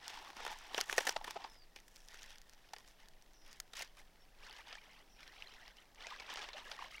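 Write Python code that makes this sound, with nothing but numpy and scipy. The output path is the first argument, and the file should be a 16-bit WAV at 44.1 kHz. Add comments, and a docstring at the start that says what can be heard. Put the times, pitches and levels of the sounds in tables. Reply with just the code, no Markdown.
"""Outdoors, close to a wide steel basin, a hand washes greens: bubbles make the slosh and spray, noise ticks
the leaves. In the first seconds a crisp stalk breaks in snaps, volleys of tiny impacts, and wet skin rubs in
stick-slip pulses. Then a small bird whistles now and then in the distance, in falling, trilled sine tones.
Later the washing sounds more distant, and scooped water falls back in short patters. Throughout, filtered noise
gives quiet air and a low rumble."""
import sys
import numpy as np
from scipy import signal
from scipy.fft import rfft, irfft, next_fast_len
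from scipy.io import wavfile
from scipy.ndimage import uniform_filter1d, map_coordinates

SR = 44100
rng = np.random.default_rng(int(sys.argv[2]) if len(sys.argv) > 2 else 0)


def master_out(mix):
    """Clip the mix to full scale and print it as 16-bit PCM to the path in sys.argv[1]."""
    frames = np.transpose(np.atleast_2d(mix))
    ceiling = np.clip(frames, -1, 1)
    pcm = np.round(ceiling * 32767).astype(np.int16)
    wavfile.write(sys.argv[1], SR, pcm)


N = 308700
TIME = np.arange(N) / SR

# colours of big bubbles, small bubbles and leaves: (frequency [Hz], filter gain [dB])
SLOSH_COLOUR = [(90, -51), (200, -14.5), (330, -10), (480, -13.5), (650, -8.5), (830, -0.5), (1100, 0),
                (1400, -8.5), (2200, -43)]
SPRAY_COLOUR = [(700, -25), (1050, -3.5), (1300, -7), (1850, 1.5), (2400, 1), (3200, 2.5), (4200, -3),
                (5700, -4), (6700, -12), (8500, -13.5), (14000, -51.5)]
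LEAF_COLOUR = [(3500, -35), (5500, 2.5), (6800, 0.5), (8500, -4), (11000, -8), (15500, -15)]
DISTANT_S = 4.4  # from here on the basin sounds more distant


def washing():
    """Stirred water traps big bubbles, its spray bursts into small ones, and wet leaves tick against each other."""
    slosh_gain, spray_gain, leaf_gain = stirring()
    # closeness falls from 1 to 0 in the half second before the basin turns distant
    near = np.clip(2 * (DISTANT_S - TIME), 0, 1)

    # the same contacts sound in every layer; harder stirring blurs them into a rush
    contact = ticks(rate=320, spread_db=5.0, decay=0.0024)
    slosh_db = 20 * np.log10(slosh_gain + 1e-9)
    churn = amp(np.clip(0.25 * (slosh_db + 55), -14, 4)) * rng.standard_normal(N)
    stirred = contact + churn

    big = bubbles(rate=300, lo_hz=373.3, hi_hz=1484, cycles=4.5, rise=0.076, spread_db=5.0, size=2400)
    small = bubbles(rate=700, lo_hz=1153.6, hi_hz=6274, cycles=8, rise=0.0525, spread_db=3.0, size=1100)
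    # at first a mat of leaves covers the water and the bubbles are weaker in the mix
    free_water = amp(2 - 6 * near)
    slosh = free_water * coloured(big, SLOSH_COLOUR) + amp(-0.5) * coloured(stirred, SLOSH_COLOUR)
    spray = free_water * coloured(small, SPRAY_COLOUR) + amp(-1.0) * coloured(stirred, SPRAY_COLOUR)
    slosh, spray = [evened(unit(x + near * (hollow(x) - x)), span=0.051) for x in (slosh, spray)]

    leaf_ticks = contact + amp(-5) * ticks(rate=70, spread_db=2, decay=0.00084)
    crackle = evened(coloured(leaf_ticks, LEAF_COLOUR), span=0.06)
    return amp(-1.5) * slosh_gain * slosh + spray_gain * spray + leaf_gain * crackle


# strokes of the hand through the water, levels before the mix: (time at full speed [s], length [s],
# spray level [dB], slosh level over the spray [dB], leaf crackle level over the spray [dB])
STROKES = [(0.045, 0.14, -54, -2.5, -18), (0.117, 0.2, -58, 2.5, -10), (0.385, .14, -52, 1.5, -9),
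           (0.56, 0.15, -57.5, -1, -11.5), (0.713, .04, -55.5, 2.5, -11), (0.766, 0.041, -49.5, -4, -7),
           (0.905, 0.21, -51.5, 0, -2.5), (1.156, 0.11, -63, 6.5, -6), (1.268, 0.044, -52.5, -1, -4.5),
           (1.346, .12, -60.5, 3, -23), (1.47, 0.086, -68, -2, -4), (1.759, 0.018, -64.5, -8, -12),
           (1.884, 0.22, -71, -8, 0), (2.122, 0.22, -60, -7.5, -7.5), (2.486, 0.42, -70, -6.5, -9),
           (2.772, 0.028, -66.5, 0, -5), (2.872, 0.01, -65, -7, 0), (2.998, 0.048, -65.5, -6, -11),
           (3.466, 0.099, -64.5, -5.5, -6), (3.768, 0.034, -49, -9, -5), (3.974, .02, -62.5, -3, -3.5),
           (4.436, 0.17, -58, -5, -12), (4.68, 0.077, -56.5, -5.5, -17.5), (4.808, 0.19, -64, -5, -13),
           (5.198, 0.083, -59.5, -8, -12.5), (5.344, 0.35, -61, -5.5, -14), (5.765, 0.059, -66, -11, -9),
           (6.016, 0.14, -54, -4.5, -19), (6.192, 0.078, -56.5, -2.5, -19), (6.3, .18, -52, -2.5, -17.5),
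           (6.57, 0.019, -52, -0.5, -18), (6.66, 0.091, -56.5, -2, -10), (6.8, 0.053, -54, -1.5, -14.5),
           (6.917, 0.056, -57, -19, -11)]
LAPPING_DB = -74  # spray level at which the water still drips and laps between strokes, before the flicker
SETTLE_DB_PER_S, LEAF_SETTLE_DB_PER_S = 236, 334


def stirring():
    """Gains of slosh, spray and leaf crackle; the strongest stroke of the moment rules each."""
    slosh, spray, crackle = np.zeros(N), np.full(N, amp(LAPPING_DB)), np.zeros(N)
    for start, length, db, slosh_db, leaf_db in STROKES:
        water = amp(db) * stroke(start, length, SETTLE_DB_PER_S)
        leaves = amp(db + leaf_db) * stroke(start, length, LEAF_SETTLE_DB_PER_S)
        spray = np.maximum(spray, water)
        slosh = np.maximum(slosh, amp(slosh_db) * water)
        crackle = np.maximum(crackle, leaves)
    flicker = amp(0.77 * wobble(28))
    return np.array([slosh, spray, crackle]) * flicker


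# a stroke of the usual length gathers speed at this pace, a shorter one more abruptly (by the power JERK)
RISE_DB_PER_S, USUAL_STROKE_S, JERK = 380, 0.083, 0.6
SAG_DB = 0.5  # the middle of a stroke is this much softer than its ends


def stroke(start, length, settle_db_per_s):
    """One push of the hand: it gathers speed, holds nearly level for its length and dies away."""
    age, length = TIME - start, max(length, .01)
    rise_db = RISE_DB_PER_S * (USUAL_STROKE_S / length) ** JERK * np.clip(age, -1, 0)
    sag_db = SAG_DB * (np.sin(np.pi * np.clip(age / length, 0, 1)) - .5)
    settle_db = settle_db_per_s * np.clip(age - length, 0, 1)
    return amp(rise_db - sag_db - settle_db)


# the basin's hollow from close by: (resonance frequency [Hz], width [Hz], level added to the direct sound [dB])
BASIN = [(890, 190, -6), (1480, 200, -8.5), (1800, 270, -4), (3550, 460, -16), (5900, 5400, -7.5)]


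def hollow(x):
    """Close to the basin its few broad resonances stand out."""
    return x + sum(amp(db) * ring(x, hz, hz / width) for hz, width, db in BASIN)


def bubbles(rate, lo_hz, hi_hz, cycles, rise, spread_db, size):
    """A cloud of bubbles: damped sines whose pitch climbs as they near the surface."""
    when, pitch, life, strength = rng.random((int(rate * N / SR), 4)).T[:, :, None]
    hz = lo_hz * (hi_hz / lo_hz) ** pitch
    t = np.arange(size) / SR
    age = t * hz / (cycles * (.5 + life))
    phase = 2 * np.pi * hz * t * (1 + rise * np.minimum(age, 4) / 2)
    gain = amp(-spread_db * np.log(0.025 + strength))
    waves = gain * np.sin(phase) * np.exp(-age) * (1 - np.exp(-t * hz))
    places = (when * N).astype(int) + np.arange(size)
    return np.bincount(places.ravel(), waves.ravel(), N)[:N]


def ticks(rate, spread_db, decay):
    """Tiny cracks at random times, each a puff of noise that decays exponentially."""
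    when, strength = rng.random((int(rate * N / SR), 2)).T
    tick_power = amp(-abs(spread_db) * np.log(0.005 + strength)) ** 2
    power = np.bincount((when * N).astype(int), tick_power, N)
    envelope = np.sqrt(signal.lfilter([1], [1, -np.exp(-2 / (decay * SR))], power))
    return unit(envelope * rng.standard_normal(N))


# stalks breaking, a thick one dull, a thin one crisp, levels before the mix:
# (time [s], decay scale [s], level [dB], tilt to the bass [dB], ring frequency [Hz])
SNAPS = [(0.095, 0.0085, -51, -0.5, 3160), (0.402, 0.0032, -52, 5.5, 1100), (0.464, 0.0024, -43.5, 5, 860),
         (0.477, 0.0022, -47.5, 4.5, 950), (0.745, 0.002, -40.5, 1.5, 3500),
         (0.7783, 0.0028, -36.5, 1, 5870), (0.784, 0.005, -48, 14, 900), (0.8046, 0.0015, -45, -3, 3180),
         (0.811, 0.0013, -40, -9, 5940), (0.9262, 0.0028, -39, 1, 2470), (0.98, 0.0026, -28, 2.5, 1720),
         (0.988, 0.0023, -40.5, -2, 790), (1.005, 0.0032, -43.5, 2, 5630), (1.068, 0.0033, -37, 0, 1860),
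         (1.072, 0.0028, -36.5, 0.5, 1830), (1.091, 0.0012, -40, 4, 1650), (1.093, .0016, -41, -9.5, 5200),
         (1.2428, .0034, -47.5, 0, 960), (1.276, 0.0053, -47.5, 9.5, 980),
         (1.76, 0.0039, -53.5, -1.5, 2430), (2.142, 0.0038, -58, -2.5, 1530), (2.219, .003, -63, -4, 3420),
         (2.734, .003, -51.5, -4, 810), (2.763, .0028, -55.5, 0, 4750), (3.7338, .0028, -53.5, -3, 3800),
         (3.806, 0.0031, -53, 8, 810), (3.82, .0044, -46.5, -4.5, 2120)]


def snaps():
    """Fibres of a stalk give way in clusters."""
    track = np.zeros(N)
    for s, length, db, tilt_db, hz in SNAPS:
        snap = fracture(length, db, tilt_db, hz, spiky_db=2.0, ring_db=14.0, q=5.1,
                        break_db=6.5, low_hz=171, top_hz=14700)
        add(track, s, snap)
    return track


# thin leaf ribs clicking, levels before the mix: (time [s], level [dB])
CLICKS = [(0.0798, -53), (0.587, -66), (0.974, -58), (1.1245, -62), (1.801, -73), (1.96, -66.5),
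          (1.966, -69.5), (2.085, -64), (2.231, -63.5), (2.383, -68), (2.416, -70), (2.495, -69),
          (2.534, -71.5), (2.784, -67.5), (2.877, -72), (3.085, -69.5), (3.223, -73), (3.334, -79),
          (3.529, -65.5), (3.6009, -51.5), (5.947, -75), (6.339, -60.5)]
CLICK_S, CLICK_TILT_DB, CLICK_HZ = 0.00175, -11, 6340  # shared by all clicks: decay scale, bass tilt and ring


def clicks():
    """A thin leaf rib gives way all at once, with one short, bright click."""
    track = np.zeros(N)
    for s, db in CLICKS:
        click = fracture(CLICK_S, db, CLICK_TILT_DB, CLICK_HZ, spiky_db=0.0, ring_db=5, q=4,
                         break_db=14.5, low_hz=302, top_hz=16500)
        add(track, s, click)
    return track


# colours of the low, middle and high parts of a crack: (frequency [Hz], filter gain [dB])
BODY_COLOUR = [(110, -31.5), (260, -13), (450, -3.5), (830, -1.5), (1100, -6.5), (1600, -29.5)]
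CRACK_COLOUR = [(800, -34.5), (1300, 0), (1850, 4.5), (2050, 1.5), (2600, 1), (3400, 1), (4800, -37.5)]
CRISP_COLOUR = [(2900, -19), (4200, -2.5), (5700, 0), (7500, -8), (11000, -12.5), (15500, -16)]
BODY_DB, CRISP_DB = -6, -4  # an untilted crack's low and high parts, against its middle


def fracture(length, db, tilt_db, hz, spiky_db, ring_db, q, break_db, low_hz, top_hz):
    """A volley of tiny impacts with one sharp break early in it; treble dies first and a pocket of air rings along."""
    t = np.arange(SR // 16) / SR
    age = t / max(length, 1 / SR)
    spikes_db = spiky_db * np.repeat(rng.standard_normal(len(t)), 8)[:len(t)]
    volley = rng.standard_normal(len(t)) * amp(spikes_db)
    ringing = amp(ring_db) / (1 + (hz / 3500) ** 2)  # tiny pockets hardly ring
    sound = np.zeros(len(t))
    # each part: level [dB], colour, upper edge [Hz], speed of its decay
    parts = [(BODY_DB + tilt_db, BODY_COLOUR, 2500, 1),
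             (0, CRACK_COLOUR, 6000, 1.05),
             (CRISP_DB - tilt_db, CRISP_COLOUR, top_hz, 1.25)]
    for part_db, colour, edge_hz, speed in parts:
        push = volley * np.sqrt(age) * np.exp(-age * speed)
        push[np.searchsorted(age, .4)] += amp(break_db)
        push = push + ringing * ring(push, hz, q)
        sound += amp(db + part_db) * burst(band(tinted(push, colour), low_hz, edge_hz))
    return sound


# wet stalks rubbing under the fingers: (time [s], length [s], first slip rate [Hz], last slip rate [Hz],
# level [dB], low-pass corner [Hz])
RUBS = [(1.1612, 0.0093, 700, 634, -35, 1960), (1.353, 0.026, 721, 615, -42, 493),
        (1.44, 0.013, 979, 830, -43.5, 1190)]


def rubs():
    """Wet skin sticks and slips on a stalk; each slip knocks the stalk's low resonance."""
    track = np.zeros(N)
    for s, length, first_hz, last_hz, db, bright_hz in RUBS:
        count = int(length * SR)
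        turns = np.cumsum(np.linspace(first_hz, last_hz, count)) / SR + .5
        slips = np.diff(np.floor(turns), prepend=0)  # one pulse at each whole turn
        slips = slips * signal.windows.tukey(count, .5) * amp(2 * rng.standard_normal(count))
        scrape = amp(-11) * signal.windows.hann(count) * rng.standard_normal(count)
        push = np.pad(slips + scrape, (0, SR // 40))
        push = dulled(push + amp(8.5) * ring(push, 860, 4), bright_hz)
        add(track, s, amp(db) * burst(band(push, 320, 5600)))
    return track


# water slapping back into the basin, levels before the mix:
# (time [s], decay scale [s], level [dB], ring frequency [Hz])
SPLASHES = [(4.465, .0063, -56.5, 1440), (4.563, 0.0054, -55, 2900), (4.726, 0.0045, -49.5, 4900),
            (4.753, 0.0015, -53.5, 1650), (6.068, 0.0024, -46, 2460), (6.1975, 0.00458, -47.5, 2300),
            (6.298, .012, -45.5, 3100), (6.357, 0.003, -46, 2950), (6.37, 0.0066, -45.5, 1100),
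            (6.391, 0.0028, -49, 2500), (6.414, .011, -46, 3050), (6.53, 0.0079, -49.5, 4000),
            (6.58, 0.0037, -55.5, 2050), (6.714, .0045, -44.5, 4740)]


def splashes():
    """Scooped water falls back as a patter of drops, a volley of impacts with a strong ring."""
    track = np.zeros(N)
    for s, length, db, hz in SPLASHES:
        splash = fracture(length, db, tilt_db=-1.7, hz=hz, spiky_db=4.5, ring_db=24.5, q=7.9,
                          break_db=13.5, low_hz=426, top_hz=7600)
        add(track, s, splash)
    return track


# single bubbles: (time [s], pitch one swell time in [Hz], level of the note [dB], swell time [s])
PLOPS = [(.172, 930, -52, 0.0034), (0.271, 1140, -56, 0.0044), (.508, 840, -51.5, 0.006),
         (.524, 844, -53, 0.0051), (0.897, 1670, -38.5, 0.00081), (1.212, 834, -50.5, 0.0019),
         (1.362, 700, -52, 0.0046), (1.398, 760, -57, 0.0053), (1.441, 4800, -54, .0014),
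         (2.734, 830, -49, 0.0019), (4.51, 4500, -57.5, 0.00097), (4.672, 834, -62, 0.0018),
         (4.781, 2350, -58, 0.0035), (5.423, 2730, -48.5, 0.00059), (5.471, 4100, -56.5, 0.0024),
         (5.783, 3050, -61, .0028), (6.108, 1186, -51, 0.0061), (6.119, 1010, -48, 0.0065),
         (6.545, 593, -53, 0.0077), (6.665, 1660, -55, .0037), (6.778, 1870, -54, 0.0028),
         (6.789, 1120, -48, 0.0027), (6.8222, 1000, -45, 0.0026), (6.943, 2110, -53, 0.0024),
         (6.98, 2200, -52, 0.0017)]


def plops():
    """A single bubble swells into its note and glides up a little."""
    track, t = np.zeros(N), np.arange(SR // 16) / SR
    for s, hz, db, swell in PLOPS:
        age = t / swell
        glide = 1 + 5 * np.minimum(t - swell, .02)
        note = age ** 2 * np.exp(-1.9 * age) * np.sin(2 * np.pi * hz * np.cumsum(glide) / SR)
        film = rng.standard_normal(len(t)) * age * np.exp(-1.3 * age)  # the film tearing
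        add(track, s, amp(db) * burst(note))
        add(track, s, amp(db - 9) * burst(band(film, 640, 4100)))
    return track


# the distant bird's falling whistles, levels before the scatter is added:
# (time [s], length [s], start frequency [Hz], end frequency [Hz], level [dB], trill depth at the start [Hz])
WHISTLES = [(1.476, 0.17, 5410, 4420, -72.5, 171), (3.329, 0.23, 5820, 4560, -76, 418),
            (4.189, 0.053, 5540, 5280, -78, 80), (5.089, 0.16, 5730, 5000, -77, 280)]


def bird():
    """Thin whistles that sink and then drop, with a quick, uneven trill."""
    track = np.zeros(N)
    for s, length, start_hz, end_hz, db, trill_hz in WHISTLES:
        u = np.linspace(0, 1, int(length * SR))
        fall = (2 * u + u ** 8) / 3
        trill = np.sin(2 * np.pi * 66 * u * length + wobble(61.3)[:len(u)])
        hz = start_hz + (end_hz - start_hz) * fall + trill_hz * (1 - 0.13 * u) * trill
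        flutter = amp(-2.5 * trill + 1.5 * wobble(118)[:len(u)])
        voice = np.sin(2 * np.pi * np.cumsum(hz) / SR) * flutter * signal.windows.tukey(len(u), .1)
        add(track, s, amp(db) * unit(voice))
    return track


def surroundings(x, t60):
    """Scatter from the basin wall, the body and the ground: a noise tail that falls 60 dB in t60 seconds."""
    t = np.arange(SR // 4) / SR
    tail = rng.standard_normal(len(t)) * amp(-60 * t / t60) * (1 - np.exp(-t / 0.00071))
    return signal.fftconvolve(x, tail / np.linalg.norm(tail))[:N]


# colours of the open air and of the rumble below it: (frequency [Hz], filter gain [dB])
AIR_COLOUR = [(55, 2.5), (100, 2), (200, 2), (480, 0), (800, 2), (1200, -5.5), (2500, -12), (5000, -10),
              (8000, -16.5), (15500, -18)]
RUMBLE_COLOUR = [(8, -12.5), (16, 5), (25, -5.5), (33, -9), (43, -9), (54, -29), (80, -27), (160, -59)]


def air():
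    """Still outdoor air with a slowly heaving rumble below it, both filtered noise."""
    hiss = amp(-70.0 + 0.56 * wobble(1.363)) * coloured(rng.standard_normal(N), AIR_COLOUR)
    rumble = amp(-63.0 + 0.53 * wobble(4.9)) * coloured(rng.standard_normal(N), RUMBLE_COLOUR)
    return hiss + rumble


def side_hiss():
    """Faint coloured noise, the only sound that differs between the two channels."""
    colour = [(30, 13), (120, 9.5), (400, 9), (1500, -13.5), (5000, -8.0), (15000, 5.0)]
    return amp(-79.5) * coloured(rng.standard_normal(N), colour)


def amp(db):
    """Decibels to gain."""
    return 10 ** (np.asarray(db) / 20)


def unit(x):
    """x at rms 1."""
    return x / np.sqrt(np.mean(x ** 2) + 1e-20)


def burst(x):
    """x with the energy of 10 ms at rms 1."""
    return x / np.sqrt(np.sum(x ** 2) / (SR / 100) + 1e-20)


def add(track, s, x):
    """Mix x into the track at time s."""
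    start = int(np.clip(round(s * SR), 0, N - 1))
    track[start:start + len(x)] += x[:N - start]


def wobble(rate):
    """A smooth random curve, rate knots a second."""
    return map_coordinates(rng.standard_normal(int(N * rate / SR) + 4), [TIME * rate])


def coloured(x, points):
    """Tinted x at rms 1."""
    return unit(tinted(x, points))


def tinted(x, points):
    """x through a causal (minimum-phase) filter with the given (frequency [Hz], gain [dB]) points."""
    m = 2 * next_fast_len(len(x) // 2 + 2048)
    hz, db = np.transpose(points)
    gain = amp(np.interp(np.log(np.fft.rfftfreq(m, 1 / SR) + 1), np.log(hz), db))
    # folding the cepstrum onto positive times makes the filter causal
    cepstrum = irfft(np.log(gain), m)
    cepstrum[1:m // 2] *= 2
    cepstrum[m // 2 + 1:] = 0
    return irfft(rfft(x, m) * np.exp(rfft(cepstrum)), m)[:len(x)]


def band(x, lo_hz, hi_hz):
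    """Causal band-pass."""
    edges = [lo_hz, min(hi_hz, SR / 2 - 100)]
    return signal.sosfilt(signal.butter(3, edges, "band", fs=SR, output="sos"), x)


def dulled(x, hz):
    """A gentle low-pass."""
    return signal.lfilter([1], [1, -np.exp(-2 * np.pi * hz / SR)], x)


def ring(x, hz, q):
    """One damped resonance."""
    return signal.lfilter(*signal.iirpeak(min(hz, SR / 3), max(q, 1), fs=SR), x)


def evened(x, span):
    """x with its level held over about span seconds, finer grain kept."""
    width = int(span * SR) + 1
    power = uniform_filter1d(uniform_filter1d(x ** 2, width), width)
    return x / np.sqrt(np.abs(power) + 1e-4)


def scene():
    """Everything sits in the middle; only a faint hiss differs between the ears."""
    hits = amp(-0.4) * (snaps() + clicks()) + amp(-2.5) * splashes() + plops() + rubs()
    near_scatter = amp(-15.5) * surroundings(hits, t60=0.016)
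    song = bird()
    far_scatter = amp(3) * surroundings(song, t60=0.051)  # far off, scatter outweighs the direct song
    centre = washing() + hits + near_scatter + song + far_scatter + air()
    side = side_hiss()
    return np.array([centre + side, centre - side])


TOP_HZ = 16000


def record(dry):
    """The microphone's channels keep nothing from the band limit upwards."""
    m = next_fast_len(N + SR // 2)
    passed = np.fft.rfftfreq(m, 1 / SR) < TOP_HZ
    return irfft(rfft(dry, m) * passed, m)[:, :N]


dry = scene()
out = record(dry)
master_out(out)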